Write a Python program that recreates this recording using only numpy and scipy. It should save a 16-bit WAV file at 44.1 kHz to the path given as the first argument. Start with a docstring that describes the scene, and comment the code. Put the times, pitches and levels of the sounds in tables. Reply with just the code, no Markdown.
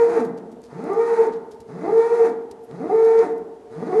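"""A concrete farmyard, where a walking bull bellows about once a second.
Each bellow climbs as a hoarse growl from his unevenly flapping vocal folds, breaks into a clear
high note over rushing air, and drops back into the growl. The sheds ring on after each call.
Hooves thud and scuff grit faintly over a quiet, distant rumble."""
import sys
import numpy as np
from scipy import signal
from scipy.fft import rfft, irfft, next_fast_len
from scipy.io import wavfile
from scipy.ndimage import map_coordinates

SR = 44100
rng = np.random.default_rng(int(sys.argv[2]) if len(sys.argv) > 2 else 0)


def unload_wav(signal):
    """Save mono or channel-first audio to the path in sys.argv[1] as 16-bit WAV at rate SR, clipped to [-1, 1]."""
    wavfile.write(
        sys.argv[1],
        SR,
        np.round(np.clip(np.atleast_2d(signal).T, -1, 1) * 32767).astype(np.int16),
    )


N = 176400
T = np.arange(N) / SR

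# the bellows (start [s], break into the clear note [s], release [s], growl gain [dB], air gain [dB],
# hiss gain [dB], growl pitch under the note [Hz])
BELLOWS = [(-.35, -.09, 0.19, 4.5, -1.5, 0, 329.5), (0.671, .94, 1.243, -0.5, -2.5, -1, 407.3),
           (1.659, 1.905, 2.254, -.5, -3.5, -1, 409.6), (2.668, 2.922, 3.245, 0.5, -5, -2.5, 406.7),
           (3.689, 3.96, 4.17, 1, -2, 1, 408)]


def clear_note():
    """The vocal folds lock into a nearly pure high note that turns brassier and duller as it goes."""
    # loudness, one list per note (time [s], level [dB])
    notes = [
        [(0.0, -15.5), (0.024, -10.5), (0.144, -30), (0.178, -15), (0.218, -33), (0.236, -23.5), (0.25, -23.5)],
        [(0.945, -38), (0.969, -18.5), (0.997, -15.5), (1.067, -23.5), (1.139, -17), (1.169, -31), (1.195, -11),
         (1.213, -10.5), (1.249, -24.5), (1.281, -16.5), (1.295, -32)],
        [(1.905, -36), (1.925, -17.5), (1.951, -13.5), (1.995, -10.5), (2.037, -20), (2.069, -17),
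         (2.095, -29.5), (2.125, -16), (2.195, -22), (2.211, -12.5), (2.29, -20), (2.33, -22.5)],
        [(2.915, -31), (2.93, -16), (3.065, -12), (3.103, -13.5), (3.197, -11), (3.221, -13.5), (3.245, -27)],
        [(3.95, -25), (3.972, -17), (4.0, -10.5)],
    ]
    # pitch and brassiness, one list per note (time [s], pitch [Hz], overtone gain [dB])
    tones = [
        [(0, 467.5, 7.5), (.05, 464.8, -8), (.13, 474.3, -11.5), (.18, 448.2, -15.5), (.25, 462, -24)],
        [(.95, 444, -14), (1.01, 461.3, -1), (1.09, 464.8, -2.5), (1.14, 464.6, -5.5), (1.2, 456, -8.5),
         (1.29, 446.6, -15)],
        [(1.91, 447.5, -11), (1.96, 452.4, -6), (2.01, 455.6, 2), (2.09, 466.4, -0.5), (2.15, 471.7, -5),
         (2.21, 458.8, -5), (2.3, 461, -10)],
        [(2.92, 444, -8.5), (3, 449.8, -1), (3.06, 452.8, -2), (3.11, 452.3, 1), (3.17, 452.6, 0),
         (3.23, 455.2, 0.5)],
        [(3.95, 438, -20), (4, 448.3, -4)],
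    ]
    # higher tones that make it brassy (multiple of the pitch, level [dB])
    overtones = [(2, -31.5), (3, -45), (4, -47.5), (5, -53)]
    edge_s = 0.0023
    flutter, shimmer_db = 1 + 0.0028 * drift(55), -0.07 * drift(40)
    overtone_gains = [from_db(db + 2.2 * drift(32)) for _, db in overtones]
    roughness = .07 * drift(89)
    pure, brass = 0, 0
    for note, tone in zip(notes, tones):
        times, db = np.transpose(note)
        tone_times, hz, brass_db = np.transpose(tone)
        phase = 2 * np.pi * np.cumsum(np.interp(T, tone_times, hz) * flutter) / SR
        outside_s = np.maximum(np.maximum(times[0] - T, T - times[-1]), 0)
        gate = np.exp(-np.minimum(outside_s / edge_s, 20))
        pure += gate * from_db(np.interp(T, times, db) + shimmer_db) * np.sin(phase)
        upper = sum(gain * np.sin(k * (phase + roughness)) for k, gain in enumerate(overtone_gains, 2))
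        brass += gate * from_db(np.interp(T, tone_times, brass_db)) * upper
    return np.sqrt(2) * (yard(pure, wet_db=-14) + yard(brass, wet_db=-8.5))


def hoarse_voice():
    """Rough pulses in the throat, with rasp, rushing air and hiss chopped by the same pulses."""
    # how throat and mouth shape the growl (frequency [Hz], gain [dB])
    throat = [(80, -20.5), (130, -7.5), (175, 2.5), (205, -4.5), (250, 2.5), (305, -0.5), (375, 0),
              (450, 12.5), (500, 0.5), (610, 3), (735, 5), (830, 3.5), (950, -5.5), (1200, 3.5),
              (1500, -27.5), (2050, 1), (2900, -42)]
    # low rasp of the throat (frequency [Hz], level [dB])
    throat_rasp = [(60, -42.5), (120, -20.5), (155, -9), (176, -2), (205, 8.5), (255, 2), (315, -3.5),
                   (375, 16), (415, 1), (452, 27.5), (510, -1), (800, -44.5)]
    # air rushing through the mouth (frequency [Hz], level [dB])
    mouth_rush = [(300, -37.5), (520, -3.5), (620, -4.5), (715, 3.5), (770, 0), (890, 5.5), (1000, -4.5),
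                  (1220, -4.5), (1400, -3), (1580, -9), (1880, -8), (2130, -14), (2330, -16.5), (2600, -19),
                  (2900, -32.5), (4000, -58)]
    # hiss at the lips (frequency [Hz], level [dB])
    lip_hiss = [(1500, -24), (3000, -1), (3900, 4), (5500, 3), (6800, 5), (7800, -1), (8900, 1),
                (10500, -2.5), (12000, -16)]
    growl_db, air_db, hiss_db = np.transpose(BELLOWS)[3:6]
    phase = growl_phase()
    pulses = sum(from_db(-9 * np.log2(k)) * np.cos(k * phase) for k in range(1, 15))  # -9 dB an octave
    shimmer_db = 6.5 * np.tanh(drift(110))
    crack_db = 3.5 * np.tanh(drift(28))  # the growl catches and breaks up
    growl = colour(pulses * from_db(shimmer_db + crack_db), throat)
    chop = (1 + 0.14 * np.cos(phase)) * from_db(1.2 * drift(22))
    rasp, rush, hiss = (colour(chop * rng.standard_normal(N), spectrum)
                        for spectrum in (throat_rasp, mouth_rush, lip_hiss))
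    growl *= effort(growl_db, start_db=-39, break_db=-25.5, hold_db=-41, push_db=-29,
                    attack_s=0.036, push_s=0.15, fall_db_per_s=179, lag_s=0.014)
    rasp *= effort(growl_db, start_db=-32.5, break_db=-41, hold_db=-40.5, push_db=-30,
                   attack_s=0.17, push_s=0.24, fall_db_per_s=146.5)
    rush *= effort(air_db, start_db=-49, break_db=-37.5, hold_db=-36.5, push_db=-30,
                   attack_s=0.047, push_s=0.28, fall_db_per_s=249)
    hiss *= effort(hiss_db, start_db=-70, break_db=-61.5, hold_db=-54, push_db=-53.5,
                   attack_s=.03, push_s=0.3, fall_db_per_s=191, lag_s=0.012)
    whistle = whistling() * effort(hiss_db, start_db=-69.5, break_db=-63, hold_db=-61, push_db=-64.5,
                                   attack_s=0.04, push_s=0.087, fall_db_per_s=148)
    body = yard(growl + rasp + ground(rush) + squeaks(), wet_db=-3.5)
    return body + yard(ground(hiss + whistle), wet_db=2.5)


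def growl_phase():
    """The vocal folds flap unevenly; their rate climbs, holds and drops with each bellow."""
    # the growl on its way up (share of the climb [0 to 1], pitch [Hz])
    climb = [(0, 95), (.16, 120), (.3, 162.5), (0.429, 178), (.52, 227), (.64, 285.1), (.78, 352.1),
             (1, 399.6)]
    share, climb_hz = np.transpose(climb)
    climb_jitter, growl_jitter = 0.0371, .066  # the folds beat more evenly while the pitch climbs
    drop_lead_s, drop_s = .035, .2  # the pitch starts to sink just before the release
    hz, jitter = np.zeros(N), np.zeros(N)
    for start, clear, release, *_, held_hz in BELLOWS:
        rising = np.interp((T - start) / (clear - start), share, climb_hz)
        falling = held_hz * np.exp(-np.maximum(T - release + drop_lead_s, 0) / drop_s)
        hz = np.where(T < start, hz, np.where(T < clear, rising, falling))
        jitter = np.where(T < start, jitter, np.where(T < clear, climb_jitter, growl_jitter))
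    wobble = 1 + jitter * (drift(94.4) + .5 * drift(20.02))
    return 2 * np.pi * np.cumsum(hz * wobble) / SR


def effort(gains_db, start_db, break_db, hold_db, push_db, attack_s, push_s, fall_db_per_s, lag_s=0):
    """Loudness through every bellow: the lead-up to the break, a hold, a last push and a fade."""
    out = 0
    for (start, clear, release, *_), gain_db in zip(BELLOWS, gains_db):
        end = release + lag_s
        times = [start, clear - .025, clear + 0.094, end - push_s, end]
        db = np.interp(T, times, [start_db, break_db, hold_db, hold_db, push_db])
        fade_db = fall_db_per_s * np.maximum(T - end, 0)
        out += from_db(gain_db + db - fade_db) * np.clip((T - start) / attack_s, 0, 1)
    return out


def squeaks():
    """Brief unsteady tones as the voice breaks into or out of the clear note."""
    # the squeaks (time [s], pitch [Hz], level [dB], length [s], pitch slide [Hz/s])
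    voice_breaks = [(.888, 765, -30, 0.11, 599), (0.913, 1175, -34, 0.12, 499),
                    (1.17, 910, -25.5, 0.051, 6), (1.863, 765, -27, 0.041, 1299.5),
                    (2.188, 725.6, -28, 0.061, -200), (2.894, 746, -20.5, 0.023, 899),
                    (3.231, 725.3, -30.5, .061, -200), (3.886, 694, -36, 0.024, 9),
                    (3.922, 729.8, -21.5, 0.031, 892)]
    edge_s = 0.0064
    out, wobble = 0, 1 + 0.01395 * drift(83.4)
    for start, hz, db, length_s, slide in voice_breaks:
        gate = np.clip((T - start) / edge_s, 0, 1) * np.clip((start + length_s - T) / edge_s, 0, 1)
        pitch = (hz + slide * np.clip(T - start, 0, length_s)) * wobble
        out += from_db(db) * gate * np.sin(2 * np.pi * np.cumsum(pitch) / SR)
    return out


def whistling():
    """Breath rings at a few thin, high pitches that wander as the mouth moves."""
    # the whistles (pitch [Hz], width [Hz], gain [dB])
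    whistles = [(3520, 94, -3), (3950, 45, 3), (4410, 290, -2), (4906, 160, -1.5), (6050, 69, -3),
                (6360, 30, -3), (6680, 40, -8.5), (8900, 54, -3.5)]
    air = rng.standard_normal(N + SR)
    rings = sum(from_db(db) * signal.lfilter(*signal.iirpeak(hz, hz / width, fs=SR), air)
                for hz, width, db in whistles)
    speed = 1 + .008 * drift(3)  # reading faster or slower bends the pitch
    return rms_one(map_coordinates(rings, [np.cumsum(speed)]))


def hooves():
    """Soft thuds of the bull's weight, and crunches and sharp snaps of grit on concrete."""
    # hoof scuffs (time [s], level [dB], decay [s], added brightness [dB/octave])
    scuffs = [(.243, -45.5, 0.01, 6), (.292, -50, 0.0018, 8), (0.373, -47, 0.0096, -1),
              (.512, -57, .016, 3), (0.616, -49, 0.0021, 8), (0.629, -50.5, 0.026, 0.5),
              (.84, -37.5, 0.002, 4), (.931, -45, 0.0022, 6), (1.319, -44.5, 0.027, -6),
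              (1.508, -49.5, .021, 2.5), (1.601, -49.5, 0.0098, 3), (1.979, -35, 0.0031, -3.5),
              (2.288, -43, 0.006, 0), (2.51, -42, 0.0055, 1), (2.63, -52, 0.016, 19),
              (2.711, -38.5, 0.0027, -8), (3.047, -43, 0.0033, 9.5), (3.173, -39.5, 0.0085, -4),
              (3.191, -33, 0.0015, -3.5), (3.377, -47, 0.0038, 14)]
    # tone of crunching grit (frequency [Hz], level [dB])
    grit = [(400, -4), (1500, 1), (2600, -1), (4500, 5.5), (7000, 0.5), (11000, -6.5)]
    # hoof thuds (time [s], level [dB])
    thuds = [(0.127, -46), (1.599, -41), (2.506, -43), (2.872, -51)]
    # deep tone of a thud (frequency [Hz], level [dB])
    thud_tone = [(25, -24), (55, -4.5), (90, 13), (200, 0.5), (500, -83)]
    grains = rng.standard_normal(N) * from_db(8.2 * np.tanh(drift(400)))
    crunch = 0
    for start, db, decay_s, tilt in scuffs:
        spectrum = [(hz, level + tilt * np.log2(hz)) for hz, level in grit]
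        crunch += colour(grains, spectrum) * contact(start, db, 0.39 * decay_s, decay_s)
    weight = sum(contact(start, db, rise_s=0.0052, decay_s=0.012) for start, db in thuds)
    return crunch + noise(thud_tone) * weight


def contact(start, level_db, rise_s, decay_s):
    """Loudness of one hoof contact: it rises quickly and dies away."""
    age = np.maximum(T - start, 0)
    return from_db(level_db) * np.minimum(age / rise_s, 1) * np.exp(-np.minimum(age / decay_s, 20))


def ground(x):
    """Add the sound's bounce off the concrete; its delay sways as the head moves."""
    delay_s = .0042 * (1 + 0.062 * drift(0.87))
    return x + from_db(-12.5) * np.interp(T - delay_s, T, x)


def yard(x, wet_db):
    """Add the ring of walls and sheds, as strong as wet_db says; the treble dies first."""
    # how long the yard rings (frequency [Hz], time to fade by 60 dB [s])
    ring_times = [(150, 1.23), (450, 1.56), (900, 0.97), (2000, 0.64), (4000, 0.073), (10000, 0.083)]
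    t = np.arange(SR + SR // 2) / SR
    edges_hz, delay_s = np.geomspace(60, 13000, 10), 0.011
    tail = 0
    for low, high in zip(edges_hz, edges_hz[1:]):
        band_filter = signal.butter(2, [low, high], "band", fs=SR, output="sos")
        band = signal.sosfilt(band_filter, rng.standard_normal(len(t)))
        tail += band * from_db(-60 * t / at_hz(ring_times, np.sqrt(low * high)))
    tail = tail * (t > delay_s) / np.sqrt(SR / 14)
    return x + from_db(wet_db) * signal.fftconvolve(x, tail)[:N]


def background():
    """A faint, steady rumble from far away."""
    # tone of the rumble (frequency [Hz], level [dB])
    rumble = [(25, -27.5), (60, -4), (150, -7), (400, -12), (1000, -11.5), (2500, -25), (9000, -33),
              (12000, -37)]
    return from_db(-57.5) * noise(rumble)


def from_db(db):
    """Turn decibels into a multiplier."""
    return 10 ** (np.asarray(db) / 20)


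def rms_one(x):
    """Scale a signal to an average power of one."""
    return x / np.sqrt(np.mean(x ** 2) + 1e-20)


def at_hz(points, hz):
    """Read between the rows of a frequency table, with octaves evenly spaced."""
    frequencies, values = np.transpose(points)
    return np.interp(np.log(np.maximum(hz, 1)), np.log(frequencies), values)


def colour(x, spectrum):
    """Turn a sound's frequencies up or down by a table, then scale it to a power of one."""
    size = next_fast_len(N + 8192)
    gains = from_db(at_hz(spectrum, np.fft.rfftfreq(size, 1 / SR)))
    return rms_one(irfft(rfft(x, size) * gains, size)[:N])


def noise(spectrum):
    """Noise with the tone that a table gives it."""
    return colour(rng.standard_normal(N), spectrum)


def drift(rate_hz):
    """A smooth random wobble of about size one; a higher rate wobbles faster."""
    pole = np.exp(-2 * np.pi * rate_hz / SR)
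    return rms_one(signal.lfilter([1], [1, -2 * pole, pole * pole], rng.standard_normal(N + SR))[SR:])


def scene():
    """The bull's voice and hooves over the background, in one channel."""
    return (hoarse_voice() + clear_note() + hooves() + background())[None]


def record(dry):
    """Cut off the highest treble steeply."""
    cutoff_hz = 11900
    return signal.sosfilt(signal.ellip(10, .1, 80, cutoff_hz, fs=SR, output="sos"), dry)


dry = scene()
out = record(dry)
unload_wav(out)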